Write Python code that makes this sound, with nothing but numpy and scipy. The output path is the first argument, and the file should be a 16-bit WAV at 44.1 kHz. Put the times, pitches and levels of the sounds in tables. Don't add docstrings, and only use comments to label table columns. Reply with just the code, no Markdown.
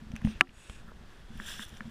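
import sys
import numpy as np
from scipy import signal
from scipy.fft import rfft, irfft, next_fast_len
from scipy.io import wavfile
from scipy.ndimage import uniform_filter1d, map_coordinates

SR = 44100
rng = np.random.default_rng(int(sys.argv[2]) if len(sys.argv) > 2 else 0)


def to_wav(s):
    ch = np.atleast_2d(s).T
    pcm = np.round(np.clip(ch, -1, 1) * 32767)
    wavfile.write(sys.argv[1], SR, pcm.astype(np.int16))


def ratio(d):
    e = np.asarray(d, float) / 20
    return 10 ** e


N = 83790
KNOCK_S = .40934
TOP_HZ = 15300


def unit(x):
    return x / np.sqrt(np.mean(x ** 2) + 1e-20)


def filtered(x, response):
    m = next_fast_len(N + 8192)
    return irfft(rfft(x, m) * response(np.fft.rfftfreq(m, 1 / SR)), m)[:N]


def colour(points):
    f, v = np.transpose(points)
    return lambda hz: ratio(np.interp(np.log(hz + 1), np.log(f + 1), v, left=-80, right=-80))


def resonances(rows, floor_db):
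    def gain(f):
        power = ratio(2 * floor_db)
        for hz, width, db in rows:
            power = power + ratio(2 * db) / (1 + (2 * (f - hz) / width) ** 2) ** 2
        return np.sqrt(power) * (f > 600)
    return gain


def below(top_hz):
    return lambda hz: 1 / np.sqrt(1 + (hz / top_hz) ** 12)


def curve(rows):
    s, v = np.transpose(rows)
    return np.interp(np.arange(N) / SR, s, v)


def wobble(rate):
    knots = rng.standard_normal(int(N * rate / SR) + 4)
    return map_coordinates(knots, [np.arange(N) * rate / SR])


def patchy(x, patch_db):
    z = signal.stft(x, nperseg=128)[2]
    field = uniform_filter1d(rng.standard_normal(z.shape), size=4, axis=0)
    field = uniform_filter1d(field, size=3, axis=1)
    return signal.istft(z * ratio(patch_db * unit(field)), nperseg=128)[1][:N]


def ring(hz, db, t60, rise):
    t = np.arange(SR // 4) / SR
    return ratio(db - 60 * t / t60) * np.sin(2 * np.pi * hz * t) * (1 - np.exp(-t / rise)) ** 2


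def modes(rows, rise):
    return sum(ring(hz, db, t60, rise) for hz, db, t60 in rows)


def crack(db, t60):
    t = np.arange(SR // 4) / SR
    return ratio(db - 60 * t / t60) * rng.standard_normal(len(t))


def add(out, s, x):
    part = out[round(s * SR):][:len(x)]
    part += x[:len(part)]


def brushing(strokes, bands):
    t, shape = np.arange(N) / SR, np.zeros(N)
    for start, rise, hold, fall, db in strokes:
        shape += ratio(db) * np.interp(t, np.cumsum([start, rise, hold, fall]), [0, 1, 1, 0])
    hiss = rng.standard_normal(N) * ratio(1.2 * wobble(90))
    return shape * unit(filtered(hiss, resonances(bands, floor_db=-31)))


def air():
    # frequency in Hz, spectral level in dB per Hz.
    air_spectrum = [(180, -21), (300, -3), (763, -10.5), (1700, -7), (2100, -13), (3300, -15.5),
                    (5000, -20), (11500, -32), (15000, -39.5)]
    level_db, swell_db = -58.5, .8
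    murmur = patchy(rng.standard_normal(N), 1.5)
    return ratio(level_db + swell_db * wobble(6.22)) * unit(filtered(murmur, colour(air_spectrum)))


def rumble():
    # frequency in Hz, spectral level in dB per Hz.
    rumble_spectrum = [(8, 12), (18, -0.5), (45, -2), (140, -9.5), (215, -11), (300, -23), (600, -27),
                       (1000, -29)]
    # time in seconds, level in dB.
    shake_levels = [(0.0, -49), (0.268, -41.5), (0.438, -51.5), (0.698, -50), (0.824, -46), (1.264, -50.5),
                    (1.45, -48.5), (1.602, -50), (1.9, -46)]
    lump_db, lumps_per_s = 1.5, 30
    lumps = rng.standard_normal(N) * ratio(lump_db * wobble(lumps_per_s))
    return ratio(curve(shake_levels) - 1.0) * unit(filtered(lumps, colour(rumble_spectrum)))


def bumps():
    # start in seconds, ring peak in dB, low push peak in dB, direction of the push (+1 or -1).
    contacts = [(.021, -37.5, -70, 1), (0.067, -43, -43, 1), (0.102, -40, -42, -1), (0.136, -28.5, -34, -1),
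                (0.222, -38, -46, 1), (0.2471, -14.5, -28.5, 1), (0.271, -25.5, -30.5, 1),
                (.075, -58, -46, -1), (.19, -46, -50, 1), (0.354, -48.5, -40, -1), (.378, -59, -48, 1),
                (0.2898, -30.5, -59, 1), (0.488, -45, -40.5, 1), (0.569, -69, -47, -1),
                (0.696, -43.5, -35, -1), (0.756, -55, -43, -1), (0.845, -44.5, -69, 1),
                (.878, -45.5, -48, -1), (1.01, -44.5, -54, 1), (1.15, -73, -52, 1), (1.246, -69, -40, 1),
                (1.302, -41, -49.5, 1), (1.354, -37.5, -42, 1), (1.376, -64, -37, -1),
                (.79, -58.5, -54, -1), (.915, -55, -50, 1), (1.034, -53, -47, -1), (1.5, -60, -47, 1),
                (1.726, -44, -45, -1), (1.548, -64, -51, 1), (1.66, -69.5, -46, -1), (1.808, -43, -53, 1),
                (1.854, -34.5, -57.5, -1), (1.876, -37, -51, -1)]
    housing_hz, housing_scatter, housing_t60, housing_rise_s = 218.4, 0.0041, 0.12, 0.0031
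    thud_hz, thud_db, thud_t60, thud_rise_s = 169.3, 11.5, 0.023, 0.0019
    push_hz, push_scatter, push_t60, push_rise_s = 43, 0.087, 0.058, 0.0015
    out = np.zeros(N)
    for s, ring_db, push_db, way in contacts:
        z = rng.standard_normal(2)
        body = ring(housing_hz * (1 + housing_scatter * z[0]), ring_db, housing_t60, housing_rise_s)
        thud = ring(thud_hz, ring_db + thud_db, thud_t60, thud_rise_s)
        push = ring(push_hz * (1 + push_scatter * z[1]), push_db + 8.0, push_t60, push_rise_s)
        add(out, s, np.sign(way) * (push - body - thud))
    return filtered(out, below(249))


def snaps():
    # start in seconds, peak in dB, spectral tilt in dB per octave.
    brittle_snaps = [(0.1181, -37, -3.5), (0.1556, -36.5, -6), (0.1631, -29, -1.5), (0.1631, -33.5, -0.5),
                     (.177, -47, -2), (.2175, -42, -3), (0.2491, -33, -2), (.258, -41, 1), (.265, -42, 1),
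                     (.6975, -32.5, -6), (1.375, -40, 7), (1.426, -45, 1), (1.627, -38, 4), (1.643, -35, 8),
                     (1.651, -33, 4), (1.680, -40.5, 7), (1.685, -39, 6), (1.693, -37, 3),
                     (1.702, -43.5, 7), (1.741, -45, 2), (1.751, -46, 7), (1.765, -48, 2), (1.771, -37, 0),
                     (1.807, -41.5, -7)]
    # resonance in Hz, width in Hz, level in dB.
    shell_bands = [(2710, 1730, 2), (5960, 1200, -4), (7600, 970, -11), (9300, 880, -7), (10750, 1100, -10),
                   (13600, 1800, -17)]
    size, t60, pivot_hz = 1024, .009, 6000
    lead = size // 4
    hz, out = np.fft.rfftfreq(size, 1 / SR), np.zeros(N)
    shell = resonances(shell_bands, -24)(hz)
    for s, db, tilt_db in brittle_snaps:
        burst = np.roll(crack(db, t60)[:size], lead)
        tilt = ratio(tilt_db * np.log2((hz + 1) / pivot_hz))
        add(out, s - lead / SR, irfft(rfft(burst) * shell * tilt))
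    return out


def cloth_brushes():
    # start, rise, hold and fall in seconds, level in dB.
    cloth_strokes = [
        (.15, 0.017, 0.01, 0.03, -57),
        (0.23, 0.015, 0.02, 0.019, -54.5),
        (.272, 0.011, 0.007, 0.11, -51),
        (0.507, 0.1, 0.13, 0.13, -57),
    ]
    # resonance in Hz, width in Hz, level in dB.
    cloth_bands = [(1650, 820, 4.5), (2600, 520, 9.5), (3450, 800, 4.5), (5460, 2300, -5.5)]
    return brushing(cloth_strokes, cloth_bands)


def ticks():
    # start in seconds, peak in dB, pitch in Hz, spread in octaves.
    dry_ticks = [(.163, -37.5, 2360, 0.5), (.170, -54, 4600, .1), (0.213, -47, 1280, 0.38),
                 (0.217, -39.5, 1570, 0.28), (0.25, -38, 1210, 0.87), (.272, -37, 1020, 0.84),
                 (.472, -38.5, 2250, 0.34), (0.493, -35, 2600, 0.15), (0.6966, -43.5, 995, 0.95),
                 (0.88, -48, 1380, 0.3), (0.9171, -44, 700, 0.89), (.937, -60, 612, 0.7)]
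    cycles, t60_scale = 9.4, 0.01
    out = np.zeros(N)
    for s, db, hz, spread in dry_ticks:
        offsets = np.linspace(-1, 1, 4) + rng.uniform(-0.24, 0.32, 4)
        pitches = np.minimum(hz * 2 ** (spread * offsets), 15000)
        for k, f in enumerate(pitches):
            t60 = min(cycles / f, 3 * t60_scale) + t60_scale / 3
            add(out, s, (-1) ** k * ring(f, db, t60, .0001))
    return out


def glints():
    # start, rise, hold and fall in seconds, level in dB.
    glint_strokes = [
        (.245, .008, 0.062, .04, -66),
    ]
    # resonance in Hz, width in Hz, level in dB.
    upper_bands = [(6070, 810, 1), (8930, 1000, 3), (14200, 1400, -11)]
    return brushing(glint_strokes, upper_bands)


def knock():
    # frequency in Hz, level in dB, t60 in seconds.
    stiff_modes = [(2456, 2.8, .0057), (1142, -.5, .0037), (3559, -21.4, .0115)]
    opposed_modes = [(556, -11.2, .0048), (1714, -3.2, .0095), (1956, 2, .0047), (2887, -5.4, .0088),
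                     (3768, -4.5, .0025)]
    # frequency in Hz, level in dB, t60 in seconds.
    crack_modes = [(4560, -33, 0.0086), (5220, -34, 0.007), (6600, -31.5, 0.0069)]
    # frequency in Hz, level in dB, t60 in seconds, direction (+1 or -1).
    after_modes = [(184, -35, 0.1, -1), (265, -38.5, 0.28, 1), (351, -37.5, 0.19, -1), (750, -36.5, .11, 1),
                   (1003, -42, .11, 1), (1166, -31, 0.073, 1), (1330, -28.5, 0.066, -1)]
    # frequency in Hz, gain of the crack in dB.
    crack_spectrum = [(300, -48), (2500, -9), (3800, 3), (5000, 8), (8000, 5.5), (12000, -5), (16500, -20)]
    # resonance in Hz, width in Hz, level in dB.
    rattle_bands = [(1200, 1200, -2), (2300, 1600, 0)]
    rise_s = .00044
    crack_db, crack_t60, crack_lag_s = -25.5, .008, .0004
    rattle_db, rattle_t60, rattle_lag_s = -27, .026, .002
    body, snap, tail = np.zeros((3, N))
    after = sum(np.sign(way) * ring(hz, db, t60, rise_s) for hz, db, t60, way in after_modes)
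    add(body, KNOCK_S, modes(stiff_modes, rise_s) - modes(opposed_modes, rise_s) + after)
    add(snap, KNOCK_S + crack_lag_s, crack(crack_db, crack_t60) + modes(crack_modes, rise_s))
    add(tail, KNOCK_S + rattle_lag_s, crack(rattle_db, rattle_t60))
    snap = filtered(snap, colour(crack_spectrum))
    return body + snap + filtered(tail, resonances(rattle_bands, rattle_db))


def sheen():
    # start, rise, hold and fall in seconds, level in dB.
    sheen_strokes = [
        (.51, 0.073, 0.14, .12, -61),
    ]
    # resonance in Hz, width in Hz, level in dB.
    nap_bands = [(6820, 370, -2), (8040, 1400, -3.5), (9200, 760, -10), (10700, 930, -9.5)]
    return brushing(sheen_strokes, nap_bands)


def finger_drags():
    # start, rise, hold and fall in seconds, level in dB.
    drag_strokes = [
        (.73, 0.038, 0.037, 0.036, -64),
        (.82, 0.044, 0.023, .01, -64),
        (.876, 0.0036, 0.017, 0.039, -58),
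    ]
    # resonance in Hz, width in Hz, level in dB.
    skin_bands = [(1360, 450, 2), (1740, 300, -3)]
    return brushing(drag_strokes, skin_bands)


def rub():
    # time in seconds, pressure in dB.
    pressure_points = [(.85, -72), (1.3, -66.5), (1.42, -52), (1.455, -48.5), (1.48, -41), (1.53, -43.5),
                       (1.55, -45.5), (1.58, -47.5), (1.6, -45), (1.635, -45.5), (1.65, -54.5),
                       (1.675, -57.5), (1.72, -59.5), (1.78, -58.5), (1.8, -67), (1.9, -60.5)]
    # resonance in Hz, width in Hz, level in dB.
    rub_bands = [(1670, 500, 3.5), (2840, 530, -0.5), (3380, 650, 4.5), (5540, 1200, -4), (7420, 950, -5.5),
                 (9200, 1300, -9), (10600, 830, -13), (13500, 2200, -33)]
    grains_per_s, grain_db, patch_db, floor_db = 12000, .6, 1.8, -18
    brightens = 0.18
    grains = (rng.random(N) < grains_per_s / SR) * rng.standard_normal(N)
    grains = grains * ratio(grain_db * rng.exponential(size=N))
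    slips = patchy(unit(grains) + 0.8 * rng.standard_normal(N), patch_db)
    slips = slips * ratio(0.76 * wobble(120))
    slips = filtered(slips, lambda hz: hz < TOP_HZ)
    sound = unit(filtered(slips, resonances(rub_bands, floor_db)))
    treble = filtered(sound, lambda hz: np.clip((hz - 3800) / 1200, 0, 1))
    press_db = curve(pressure_points)
    treble_gain = ratio(brightens * (press_db - press_db.max()))
    return ratio(press_db) * (sound - treble + treble * treble_gain)


def taps():
    # start in seconds, peak in dB, housing ring relative to it in dB.
    nail_taps = [
        (1.3994, -22, -15.5),
        (1.5942, -24, -13.5),
        (1.8065, -23, -15),
    ]
    # frequency in Hz, level in dB, t60 in seconds.
    nail_modes = [(1320, 0, .0036), (2300, -20, .008)]
    opposed_nail_modes = [(1745, -3.5, .0115), (950, -13, .011)]
    rise_s = .00017
    body_hz, body_t60, body_rise_s = 215, 0.11, 0.00051
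    out = np.zeros(N)
    shell = modes(nail_modes, rise_s) - modes(opposed_nail_modes, rise_s)
    for s, db, body_db in nail_taps:
        add(out, s, ratio(db) * (shell + ring(body_hz, body_db, body_t60, body_rise_s)))
    return out


def scene():
    background = air() + rumble()
    impacts = bumps() + snaps() + ticks() + knock() + taps()
    friction = cloth_brushes() + glints() + sheen() + finger_drags() + rub()
    return (background + impacts + friction)[None]


def low_pass(x):
    return signal.sosfilt(signal.butter(12, 16550, fs=SR, output="sos"), x)


def record(dry):
    duck_db, attack_s, recover_s = -7, .012, 0.3
    since = np.arange(N) / SR - KNOCK_S - .006
    onset = np.clip(since / attack_s, 0, 1)
    duck = ratio(duck_db * onset * np.exp(-np.maximum(since, 0) / recover_s))
    x = filtered(dry[0] * duck, lambda hz: ratio(-30 * np.clip((hz - TOP_HZ) / 150, 0, 1)))
    return low_pass(np.clip(x, -1, 1)[None])


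dry = scene()
out = record(dry)
to_wav(out)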